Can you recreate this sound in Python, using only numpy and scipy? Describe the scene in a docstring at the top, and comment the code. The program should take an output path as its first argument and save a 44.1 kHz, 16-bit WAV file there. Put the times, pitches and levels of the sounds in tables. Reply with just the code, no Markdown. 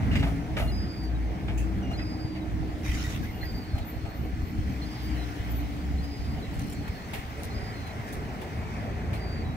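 """A diesel train throbs and drones away from a level crossing, its wheels knocking over rail joints, squeaking
once a turn and squealing far up; chirps, one vent of air, scuffing walkers, a barrier clink, a bird, wind puffs,
a thin whine and a car join in. Engines are fluttering sine orders; roar, air and grit are coloured noise;
blows are decaying bursts of noise, some through resonances; squeaks, chirps and bird are gliding sines.
Two microphone ports hear most sources a moment apart."""
import sys
import numpy as np
from scipy import signal
from scipy.fft import rfft, irfft, next_fast_len
from scipy.io import wavfile
from scipy.ndimage import uniform_filter1d, map_coordinates

SR = 44100
rng = np.random.default_rng(int(sys.argv[2]) if len(sys.argv) > 2 else 0)


def generate_wav(signal):
    """Clip the signal to [-1, 1] and save it as 16-bit WAV at the path in sys.argv[1]."""
    frames = np.transpose(np.atleast_2d(signal))
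    scaled = np.clip(frames, -1, 1) * 32767
    pcm = np.round(scaled).astype(np.int16)
    wavfile.write(sys.argv[1], SR, pcm)


N = 421578

# colour of loose grit, in shoe scuffs and in the barrier's rattle: (frequency [Hz], relative density [dB])
GRIT_COLOUR = [(1760, -24), (3000, -16), (3300, -7), (4240, -2), (11700, -3), (15600, -6.5)]


def amp(db):
    """Decibels to linear gain."""
    return 10 ** (np.asarray(db) / 20)


def unit(x):
    """Scale to an rms of 1."""
    return x / np.sqrt(np.mean(x ** 2) + 1e-20)


def along(points, hz):
    """Read (Hz, value) points at hz, in straight lines on a log frequency axis."""
    point_hz, value = np.transpose(points)
    return np.interp(np.log(hz + 1), np.log(point_hz + 1), value)


def curves(rows):
    """One value per sample for each column after the time."""
    s, *columns = np.transpose(rows)
    return [np.interp(np.arange(N) / SR, s, column) for column in columns]


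def gate(rows, fade_s):
    """1 while a table lasts, with short fades inside its ends."""
    t = np.arange(N) / SR
    to_nearest_end = np.minimum(t - rows[0][0], rows[-1][0] - t)
    return np.clip(to_nearest_end / fade_s, 0, 1)


def wobble(rate):
    """A random curve: straight lines between normal random knots, rate of them a second."""
    knots = rng.standard_normal(int(N * rate / SR) + 4)
    return map_coordinates(knots, [np.arange(N) * rate / SR], order=1)


def filtered(x, response):
    """x with its spectrum multiplied by a response of frequency."""
    m = next_fast_len(N + 8192)
    hz = np.fft.rfftfreq(m, 1 / SR)
    return irfft(rfft(x, m) * response(hz), m)[..., :N]


def noise(colour, patchy_db=0):
    """Three unrelated noises of one colour, sharing patches of random gain in time and frequency."""
    z = signal.stft(rng.standard_normal((3, N)), nperseg=512)[2]
    patches = uniform_filter1d(rng.standard_normal(z.shape[1:]), size=5, axis=0)
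    patches = uniform_filter1d(patches, size=10, axis=1)
    patchy = signal.istft(z * amp(patchy_db * unit(patches)), nperseg=512)[1][:, :N]
    return unit(filtered(patchy, lambda hz: amp(along(colour, hz))))


def ringing(modes):
    """Three unrelated noises, rms 1, heard through (Hz, width in Hz, dB) resonances."""
    def response(f):
        return sum(amp(db) * 1j * f * width / (centre * centre - f * f + 1j * f * width)
                   for centre, width, db in modes)
    return unit(filtered(rng.standard_normal((3, N)), response))


def tones(hz, spread_hz, rate):
    """Three sines of rms 1 whose pitch flutters, each its own way."""
    drift = np.array([wobble(rate) for _ in range(3)])
    cycles = np.cumsum(hz + spread_hz * drift, axis=1) / SR
    return np.sqrt(2) * np.sin(2 * np.pi * (cycles + rng.random((3, 1))))


def bursts(times, levels_db, t60s, rise_s):
    """Envelope of blows: a quick rise, then an even decay in dB, for up to half a second each."""
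    shape, t = np.zeros(N + SR), np.arange(SR // 2) / SR
    for s, db, t60 in np.broadcast(times, levels_db, t60s):
        decay = amp(db - 60 * t / np.clip(t60, .02, 1))
        shape[round(s * SR):][:len(t)] += decay * (1 - np.exp(-t / rise_s))
    return shape[:N]


def glides(notes, sink, stutter, flutter_hz, edge_s):
    """Notes that slide along sink(0-1), fade, and carry a weak octave; all three channels alike."""
    fade_db_per_s, fade_power = 22, 3  # the longer a note lasts, the more it has lost at its end
    out = np.zeros(N)
    for s, length, from_hz, to_hz, db in notes:
        a, b = round(s * SR), min(round((s + length) * SR), N)
        u = np.linspace(0, 1, b - a)
        hz = from_hz + (to_hz - from_hz) * sink(u) + flutter_hz[a:b]
        turn = 2 * np.pi * np.cumsum(hz) / SR
        edges = np.clip(np.minimum(u, 1 - u) * length / edge_s, 0, 1)
        shape = amp(db - fade_db_per_s * length * u ** fade_power) * edges * stutter[a:b]
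        out[a:b] += np.sqrt(2) * shape * (np.sin(turn) + amp(-27) * np.sin(2 * turn))
    return np.array([out, out, out])


def straight(u):
    """An even slide from the first pitch to the last."""
    return u


def ports(trio, lag_ms, scattered, pan_db=0):
    """Direct sound reaches the left port earlier by the lag; the scattered share differs from port to port."""
    share = np.clip(scattered, 0, 1)

    def lead_and_lag(hz):
        return np.exp(1j * np.pi * hz * lag_ms / 1000 * np.array([[1], [-1]]))
    pair = np.sqrt(1 - share) * filtered(trio[0], lead_and_lag) + np.sqrt(share) * trio[1:]
    return pair * amp([[pan_db / 2], [-pan_db / 2]])


def engines():
    """Exhaust note of two engines with its octave; their pitch gap makes it beat ever faster."""
    # (time [s], firing rate [Hz], level [dB])
    exhaust_note = [(0.0, 55.1, -25), (1.0, 56.74, -29.5), (1.7, 57.8, -26.5), (2.1, 59.5, -38),
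                    (2.7, 60.93, -31), (3.7, 61.05, -44), (4.9, 62.93, -31.5), (5.45, 59.8, -29.5),
                    (5.95, 67.6, -32), (6.3, 71, -31.5), (6.6, 71.4, -65)]
    gap_hz, gap_growth_hz_per_s = 2.08, 0.0667
    cancel_s, depth = 0.452, 0.99  # a moment when the two cancel, and how fully
    hz, db = curves(exhaust_note)
    t = np.arange(N) / SR - cancel_s
    beat_cycles = gap_hz * t + gap_growth_hz_per_s * t ** 2 / 2
    beat = np.abs(1 - depth * np.exp(2j * np.pi * beat_cycles)) / (1 + depth)
    note = tones(hz, spread_hz=1.65, rate=6) + amp(-14.5) * tones(2 * hz, spread_hz=3.26, rate=8)
    return ports(amp(db) * beat * gate(exhaust_note, 0.032) * note, -1.3, 0.11, 0.48)


def drives():
    """Two harmonic drones a little apart in shaft speed; the level of each order throbs."""
    # one list for each drive: (time [s], shaft speed [Hz], level [dB])
    drive_runs = [
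        [(0.0, 54.5, -46.5), (0.36, 55.5, -35.5), (0.45, 58, -48), (0.76, 70, -51), (0.85, 70, -38),
         (0.94, 65.5, -45.5), (1.02, 64, -36.5), (1.12, 62.4, -40), (1.45, 65.5, -37), (1.9, 63.6, -39),
         (2.7, 63.1, -41.5), (3.3, 62.9, -49), (4.6, 62.2, -45), (5.3, 61.7, -42), (5.7, 59, -43.5),
         (6.0, 58.5, -52), (6.9, 58, -53)],
        [(0.4, 61.5, -42), (0.55, 62.8, -36.5), (0.74, 62.5, -40), (0.9, 60.8, -45), (1.3, 60.4, -47),
         (2.1, 59.56, -44.5), (2.9, 58.89, -44.5), (3.6, 58.4, -62), (4.8, 57.86, -49), (5.9, 56.8, -42.5),
         (6.95, 55.8, -56)],
    ]
    # (multiple of shaft speed, level in the first drive [dB], level in the second [dB])
    drone_orders = [(2, -16, -5.5), (3, -8.5, -16), (4, -8.5, -18), (5, 0.5, -2), (6, -15.5, -20)]
    out = 0
    for which, rows in enumerate(drive_runs):
        shaft_hz, db = curves(rows)
        orders = 0
        for k, *levels in drone_orders:
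            throb = amp(levels[which] + 3.16 * wobble(16))
            orders = orders + throb * tones(k * shaft_hz, spread_hz=1.2, rate=25)
        out = out + amp(db) * gate(rows, 0.025) * orders
    return ports(out, 0.052, 0.15, 0.89)


def rolling():
    """Noise of rolling: low rumble in lumps, the train's roar from ahead, the road's from the side, far hiss."""
    # (time [s], rumble level [dB], train roar level [dB], road roar level [dB], hiss level [dB])
    roll_levels = [(0.0, -26.5, -43, -45, -53.5), (1.13, -37, -45.5, -51.5, -57),
                   (1.66, -34.5, -45.5, -49.5, -55.5), (2.37, -37.5, -46.5, -52, -57),
                   (2.9, -35, -47.5, -49, -53.5), (4.25, -38, -48, -51, -56), (4.76, -34, -48, -49, -52.5),
                   (5.15, -38, -46.5, -46.5, -49), (6.05, -35, -47, -51, -53), (6.79, -37.5, -47, -48, -52),
                   (7.7, -38.5, -44.5, -46.5, -52.5), (8.58, -38, -42.5, -46, -53.5),
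                   (8.97, -35.5, -41.5, -46.5, -56), (9.56, -34.5, -43, -48.5, -57)]
    # colours of the four layers: (frequency [Hz], relative density [dB])
    rumble_colour = [(15, -46), (28, -14), (70, -1), (150, -7.5), (290, -11), (360, -26), (500, -74)]
    train_colour = [(200, -46), (330, -1.5), (420, 1.5), (520, -5), (750, -1), (930, -10.5), (1200, -17),
                    (2200, -23), (4500, -33), (9000, -63)]
    road_colour = [(600, -8.5), (1100, 3), (1600, 1), (2050, 3.5), (2600, -3), (3200, -20.5), (4400, -15),
                   (8000, -23), (12000, -49)]
    hiss_colour = [(1760, -8), (3000, -1), (4060, -6.5), (5390, -7), (6820, -13), (9820, -17.5),
                   (15600, -15.5)]
    rumble_db, train_db, road_db, hiss_db = curves(roll_levels)
    lumps_db = 2.86 * wobble(14) + 0.88 * wobble(4.7)
    rumble = amp(rumble_db + lumps_db) * noise(rumble_colour, patchy_db=0.5)
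    train = amp(train_db + .7 * wobble(8)) * noise(train_colour, patchy_db=1.93)
    road = amp(road_db + .7 * wobble(8)) * noise(road_colour, patchy_db=1.6)
    hiss = amp(hiss_db) * noise(hiss_colour, patchy_db=2.0)
    near = ports(rumble, 0.031, 0.2) + ports(train, 0.11, 0.24) + ports(road, 0.48, 0.26)
    return near + ports(hiss, 0.311, 1.0)


def joints():
    """Each rail joint gives a dull crash, knocks the sleeper and sets high modes of the rail ringing."""
    # wheels over joints: (time [s], crash level [dB], high ring level [dB], knock level [dB])
    joint_hits = [(0.0294, -45, -60, -58), (0.111, -37, -67, -48), (0.13, -40, -72, -54),
                  (0.152, -32, -75, -60), (0.226, -33, -54, -37.5), (0.265, -50, -71, -47),
                  (0.566, -27, -47, -32), (0.594, -41, -58, -42), (1.48, -37, -73, -46),
                  (1.908, -51, -80, -39), (1.987, -41, -79, -63), (2.3494, -42, -72, -52),
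                  (3.243, -44, -67, -59), (3.7494, -52, -69, -41.5), (4.0498, -48.5, -77, -42)]
    # colour of the crash: (frequency [Hz], relative density [dB])
    crash_colour = [(88, -20), (150, -4), (657, -3), (1050, -15), (2110, -1.5), (3360, -11), (9970, -42),
                    (11200, -60), (13600, -42), (15600, -68)]
    # resonances of the sleeper, the rail, and the last bogie grinding over the points:
    # (frequency [Hz], width [Hz], relative level [dB])
    sleeper_modes = [(665, 54, 6), (776, 60, -1.5), (1210, 93, -6), (2130, 110, -17)]
    rail_modes = [(10000, 250, 1), (13300, 300, -4), (6900, 160, -15)]
    scrape_modes = [(1300, 400, -5), (2100, 500, 0), (2750, 250, -2), (3850, 400, -9)]
    crash_t60_s, knock_t60_s, ring_t60_s, scrape_t60_s = 0.19, 0.42, 0.53, 0.48
    s, crash_db, ring_db, knock_db = np.transpose(joint_hits)
    clatter = amp(2.5 * wobble(700) + .8 * wobble(130))
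    crash = bursts(s, crash_db, crash_t60_s, 0.0019) * clatter * noise(crash_colour, patchy_db=1.0)
    knock = bursts(s, knock_db, knock_t60_s, 0.0025) * ringing(sleeper_modes)
    ring = bursts(s, ring_db, ring_t60_s, 0.021) * ringing(rail_modes)
    grind = bursts(0.11, -35, scrape_t60_s, 0.052) * clatter * amp(2.5 * wobble(94))
    return ports(crash + knock + ring + grind * ringing(scrape_modes), 0.14, 0.4)


def squeaks():
    """Stick-slip tones, once a wheel turn, that jump between rings of the wheel, sink and stutter."""
    # (start [s], length [s], first pitch [Hz], last pitch [Hz], level [dB], level of the catch before it [dB],
    #  tail length [s], tail first pitch [Hz], tail last pitch [Hz], tail level [dB])
    wheel_squeaks = [(0.714, 0.418, 4960, 4480, -47, -48.5, 0.03, 3950, 3780, -58),
                     (1.97, 0.425, 4950, 4520, -49.5, -48.5, .035, 3960, 3820, -60),
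                     (3.449, 0.19, 4800, 4580, -47.5, -47.5, 0.19, 4680, 3800, -57),
                     (4.853, 0.31, 4900, 4650, -51, -46, .076, 4087, 3950, -53.5),
                     (6.02, 0.39, 4960, 4680, -54, -52, .05, 4040, 3850, -54),
                     (7.542, 0.18, 4920, 4800, -50, -53, .19, 4230, 4000, -56),
                     (9.173, .26, 4740, 4500, -52.5, -58, 0.1, 3980, 3846, -58)]
    # lowest ring of the wheel: (start [s], length [s], level [dB])
    low_rings = [(0.11, 0.051, -46), (0.62, 0.11, -52), (1.826, 0.125, -53), (3.33, 0.096, -59)]
    low_hz = 2830
    catch_s, catch_hz, catch_rise_hz = .04, 4150, 130  # a lower ring catches just before
    tail_gap_s, edge_s = .012, .007  # another lower ring ends it after the gap
    even_share, drop_power = 0.49, 6.3  # this share of the sinking is even, the rest drops at the end

    def late_drop(u):
        return even_share * u + (1 - even_share) * u ** drop_power

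    short = [(s, length, low_hz, low_hz, db) for s, length, db in low_rings]
    for s, length, _, _, _, catch_db, tail_s, tail_from_hz, tail_to_hz, tail_db in wheel_squeaks:
        short.append((s - catch_s, catch_s, catch_hz, catch_hz + catch_rise_hz, catch_db))
        short.append((s + length + tail_gap_s, tail_s, tail_from_hz, tail_to_hz, tail_db))
    slip = wobble(70)
    dropout_db = np.linspace(6, 11, N) * np.clip(-slip - .6, 0, 2)  # brief drop-outs that deepen with time
    flutter_hz = 34 * wobble(350)
    main_notes = [row[:5] for row in wheel_squeaks]
    held = glides(main_notes, late_drop, amp(2.5 * slip - dropout_db), flutter_hz, edge_s)
    jumps = glides(short, straight, amp(2.7 * slip), flutter_hz, edge_s)
    return ports(held + jumps, 0.071, 0, -1.4)


def chirps():
    """Short rough whistles from the valve and brake gear: sliding sines that stutter and flutter."""
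    # (start [s], length [s], first pitch [Hz], last pitch [Hz], level [dB])
    whistles = [(.165, 0.07, 2850, 2800, -49), (.155, .048, 4950, 4900, -53), (.15, .035, 2110, 2050, -43),
                (1.988, .035, 1980, 1965, -48), (1.995, .04, 2620, 2540, -51),
                (2.855, 0.075, 2130, 1930, -46), (2.845, .04, 2480, 2280, -48),
                (2.935, .055, 1740, 1900, -51), (2.97, .055, 2950, 3060, -51),
                (3.038, 0.05, 1960, 1900, -45), (3.228, .03, 1650, 1620, -48), (3.27, .05, 2150, 2020, -52),
                (3.425, 0.045, 1995, 1880, -46.5), (3.42, .035, 1720, 1650, -50)]
    stutter, flutter_hz = amp(2.5 * wobble(120)), 45 * wobble(300)
    return ports(glides(whistles, straight, stutter, flutter_hz, edge_s=0.007), 0.44, 0, -1.7)


def walkers():
    """Shoes on the road: the sole scuffs, then grit crunches under it, over a duller thud."""
    # (time [s], grit level [dB], thud level [dB], thud decay by 60 dB [s])
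    footfalls = [(1.0301, -58, -52.5, 0.15), (3.78, -56, -36, 0.087), (6.0377, -57, -42, 0.11),
                 (6.549, -52, -58, 0.09), (6.588, -43, -44, 0.22), (6.6947, -47, -52, 0.12),
                 (6.72, -47, -45.5, 0.13), (6.877, -58.5, -34, 0.061), (7.132, -44.5, -32, 0.27),
                 (7.432, -39, -43, 0.14), (7.865, -63, -39.5, 0.14), (8.124, -40, -48, 0.16),
                 (8.4123, -51, -39, 0.16), (9.1302, -57, -37, 0.23)]
    # colour of the thud: (frequency [Hz], relative density [dB])
    thud_colour = [(400, -27), (750, 14), (1200, -5), (2200, 4.5), (4000, -6.5), (6000, -15.5)]
    scuff_lead_s, scuff_db = 0.061, -12  # the scuff comes ahead of the step, this far under its grit
    s, grit_db, thud_db, t60 = np.transpose(footfalls)
    crunch = amp(6 * wobble(900))
    # grit dies sooner than the thud
    grit = bursts(s, grit_db, 0.84 * t60, .005) * crunch * noise(GRIT_COLOUR, patchy_db=5.0)
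    scuff = bursts(s - scuff_lead_s, grit_db + scuff_db, 0.32, 0.02) * crunch * noise(GRIT_COLOUR, patchy_db=4)
    thud = bursts(s, thud_db, t60, 0.0022) * noise(thud_colour)
    return ports(grit + scuff + thud, 0.4, 0.93)


def barrier():
    """A loose bar of the rising barrier clinks once: a short rattle through its modes, with gritty noise."""
    # (frequency [Hz], width [Hz], relative level [dB])
    bar_modes = [(2630, 51, 6), (6410, 59, -2), (7400, 60, -4), (9460, 45, -8)]
    rattle = ringing(bar_modes) + amp(-8) * noise(GRIT_COLOUR)
    clink = bursts([1.575], [-39.5], 0.25, 0.0033)
    return ports(clink * rattle, 0.13, 0.93, -1.1)


def wind():
    """Single pushes of air on the ports, about one low cycle each, and weaker ones at random."""
    # (time [s], peak level [dB])
    pushes = [(2.252, -19.5), (2.899, -21), (3.301, -21), (3.745, -22), (3.818, -23.5), (3.967, -18),
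              (4.047, -23), (4.438, -17.5), (4.592, -20), (5.124, -19), (5.404, -20), (7.193, -26),
              (7.257, -28), (7.632, -23)]
    weak_db, base_hz = -28, 74  # middle level of the weak ones; each push scatters around the base pitch
    s, db = np.transpose(pushes)
    chance = rng.random((70, 2))
    s = np.r_[s, 1.8 + 5.9 * chance[:, 0]]
    db = np.r_[db, weak_db - 8 * (chance[:, 1] - .5)]
    out, t = np.zeros((3, N + SR)), np.arange(-SR // 20, SR // 20) / SR
    for at, level, (pitch_chance, *turn) in zip(s, db, rng.random((len(s), 4))):
        f = base_hz * (0.87 + 0.5 * pitch_chance ** 2)
        cycle = np.cos(2 * np.pi * (f * t + np.array(turn)[:, None]))
        push = np.exp(-(t * f / 0.5) ** 2) * cycle
        out[:, round(at * SR) - SR // 20:][:, :len(t)] += amp(level) * push
    return ports(out[:, :N], 0, .46)


def bird():
    """A far bird's faint chips: short sliding sines, most of them falling."""
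    # (start [s], length [s], first pitch [Hz], last pitch [Hz], level [dB])
    chips = [(1.825, .016, 6150, 5600, -60), (1.845, .016, 6150, 5650, -60), (1.87, .065, 5700, 5700, -64),
             (4.69, .08, 6450, 5300, -63)]
    stutter, flutter_hz = amp(2 * wobble(90)), 40 * wobble(250)
    return ports(glides(chips, straight, stutter, flutter_hz, edge_s=.004), 0.14, 0)


def vent():
    """A valve lets compressed air out; each resonance of its body flares up in its own time."""
    # resonances of the valve body: (frequency [Hz], width [Hz], relative level [dB])
    valve_modes = [(1820, 95, -11), (2010, 130, -8), (2470, 270, -3), (3005, 130, -11), (3750, 120, -5),
                   (4640, 112, -14), (5540, 300, -4), (6500, 330, -5), (10400, 200, -11.5),
                   (13400, 300, -10)]
    # colour of the rushing air: (frequency [Hz], relative density [dB])
    air_colour = [(530, -42), (900, -10.5), (1630, -10.5), (1950, -2.5), (3340, -14), (6680, -16),
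                  (7990, -22.5), (13500, -30), (15600, -26)]
    # short spits after the valve shuts: (time [s], level [dB])
    late_spits = [(3.225, -53), (3.424, -59)]
    open_s, hold_s = 2.825, 0.31
    level_db, sag_db = -43, 1  # pressure sinks by the sag while the valve stays open
    whistle = sum(amp(db + 2.8 * wobble(40)) * ringing([(hz, width, 0)]) for hz, width, db in valve_modes)
    rush = amp(3.5 * wobble(350) + 1.5 * wobble(40)) * noise(air_colour, patchy_db=3.5)
    t = np.arange(N) / SR - open_s
    shut_db = 120 * np.clip(t - hold_s, 0, 1)
    flow = amp(level_db - sag_db * t / hold_s - shut_db) * np.clip(t / 0.024, 0, 1)
    spits = bursts(*np.transpose(late_spits), 0.21, .008) * whistle
    return ports(flow * (rush + amp(-8.5) * whistle) + spits, 0.427, 0.88, -1.04)


def squeal():
    """A flange sings unsteadily in short fits near the top of hearing; the louder, the rougher."""
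    # (start [s], hold [s], pitch [Hz], level [dB])
    squeal_fits = [(3.159, 0.14, 14050, -62), (3.3, 0.33, 14030, -57), (3.88, .025, 14030, -50),
                   (4.1, 0.1, 14200, -64), (4.24, .05, 14080, -62), (4.43, 0.08, 14000, -60),
                   (4.7, 0.07, 14100, -61), (5.045, .008, 14000, -55), (5.5, 0.094, 14030, -51),
                   (7.295, .01, 14150, -66), (8.02, .07, 13950, -68)]
    rise_s, fall_s = 0.042, 0.075  # time for 20 dB up and down
    sag_hz_per_s = 300
    t = np.arange(N) / SR
    s, hold, hz, db = np.transpose(squeal_fits)[:, :, None]
    rise_db = 20 * np.clip(s - t, 0, 1) / rise_s
    fall_db = 20 * np.clip(t - s - hold, 0, 1) / fall_s
    fits = amp(db - rise_db - fall_db)
    gain = fits.sum(axis=0)
    # the louder fit pulls the pitch its way
    pitch = (fits * (hz - sag_hz_per_s * np.clip(t - s, 0, 1))).sum(axis=0) / gain
    spread_hz = 55 + 90 * gain / gain.max()
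    chatter = amp(5 * wobble(50))
    return ports(gain * chatter * tones(pitch, spread_hz, rate=200), 0.12, 0.25, 3.4)


def whine():
    """A faint, thin, narrow tone that wavers in pitch and flickers in level."""
    # (time [s], level [dB])
    whine_levels = [(3.3, -69), (4.08, -60.5), (4.25, -70), (4.65, -65), (5.2, -77), (6.5, -69), (6.6, -62),
                    (7.03, -57), (7.15, -76), (9.56, -76)]
    flicker = amp(3.5 * wobble(45))
    tone = flicker * tones(np.full(N, 4310.), spread_hz=130, rate=300)
    return ports(amp(curves(whine_levels)[0]) * gate(whine_levels, .1) * tone, 0.28, 0.51)


def car():
    """Low orders of a car engine, fluttering sines at multiples of its shaft speed."""
    # (time [s], shaft speed [Hz], level [dB])
    car_run = [(7.5, 27.5, -49), (7.7, 27.03, -38), (7.95, 26.38, -41), (8.15, 26.49, -54),
               (8.45, 26.7, -47), (8.6, 26.92, -37.5), (9.2, 28.1, -34.5), (9.56, 27.9, -42)]
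    # (multiple of shaft speed, relative level [dB])
    car_orders = [(2, -5.5), (3, -2.5), (4, -3.5), (6, -9.5), (8, -11)]
    hz, db = curves(car_run)
    orders = sum(amp(level + 1.3 * wobble(8.4)) * tones(k * hz, spread_hz=1.553, rate=8)
                 for k, level in car_orders)
    return ports(amp(db) * gate(car_run, 0.076) * orders, -0.21, 0.058, 0.77)


def scene():
    """The train's own sounds, then everything around it."""
    train = engines() + drives() + rolling() + joints() + squeaks() + chirps() + vent() + squeal()
    around = walkers() + barrier() + wind() + bird() + whine() + car()
    return train + around


def record(dry):
    """Keep only what lies below a sharp band limit at 15750 Hz."""
    return filtered(dry, lambda hz: hz < 15750)


dry = scene()
out = record(dry)
generate_wav(out)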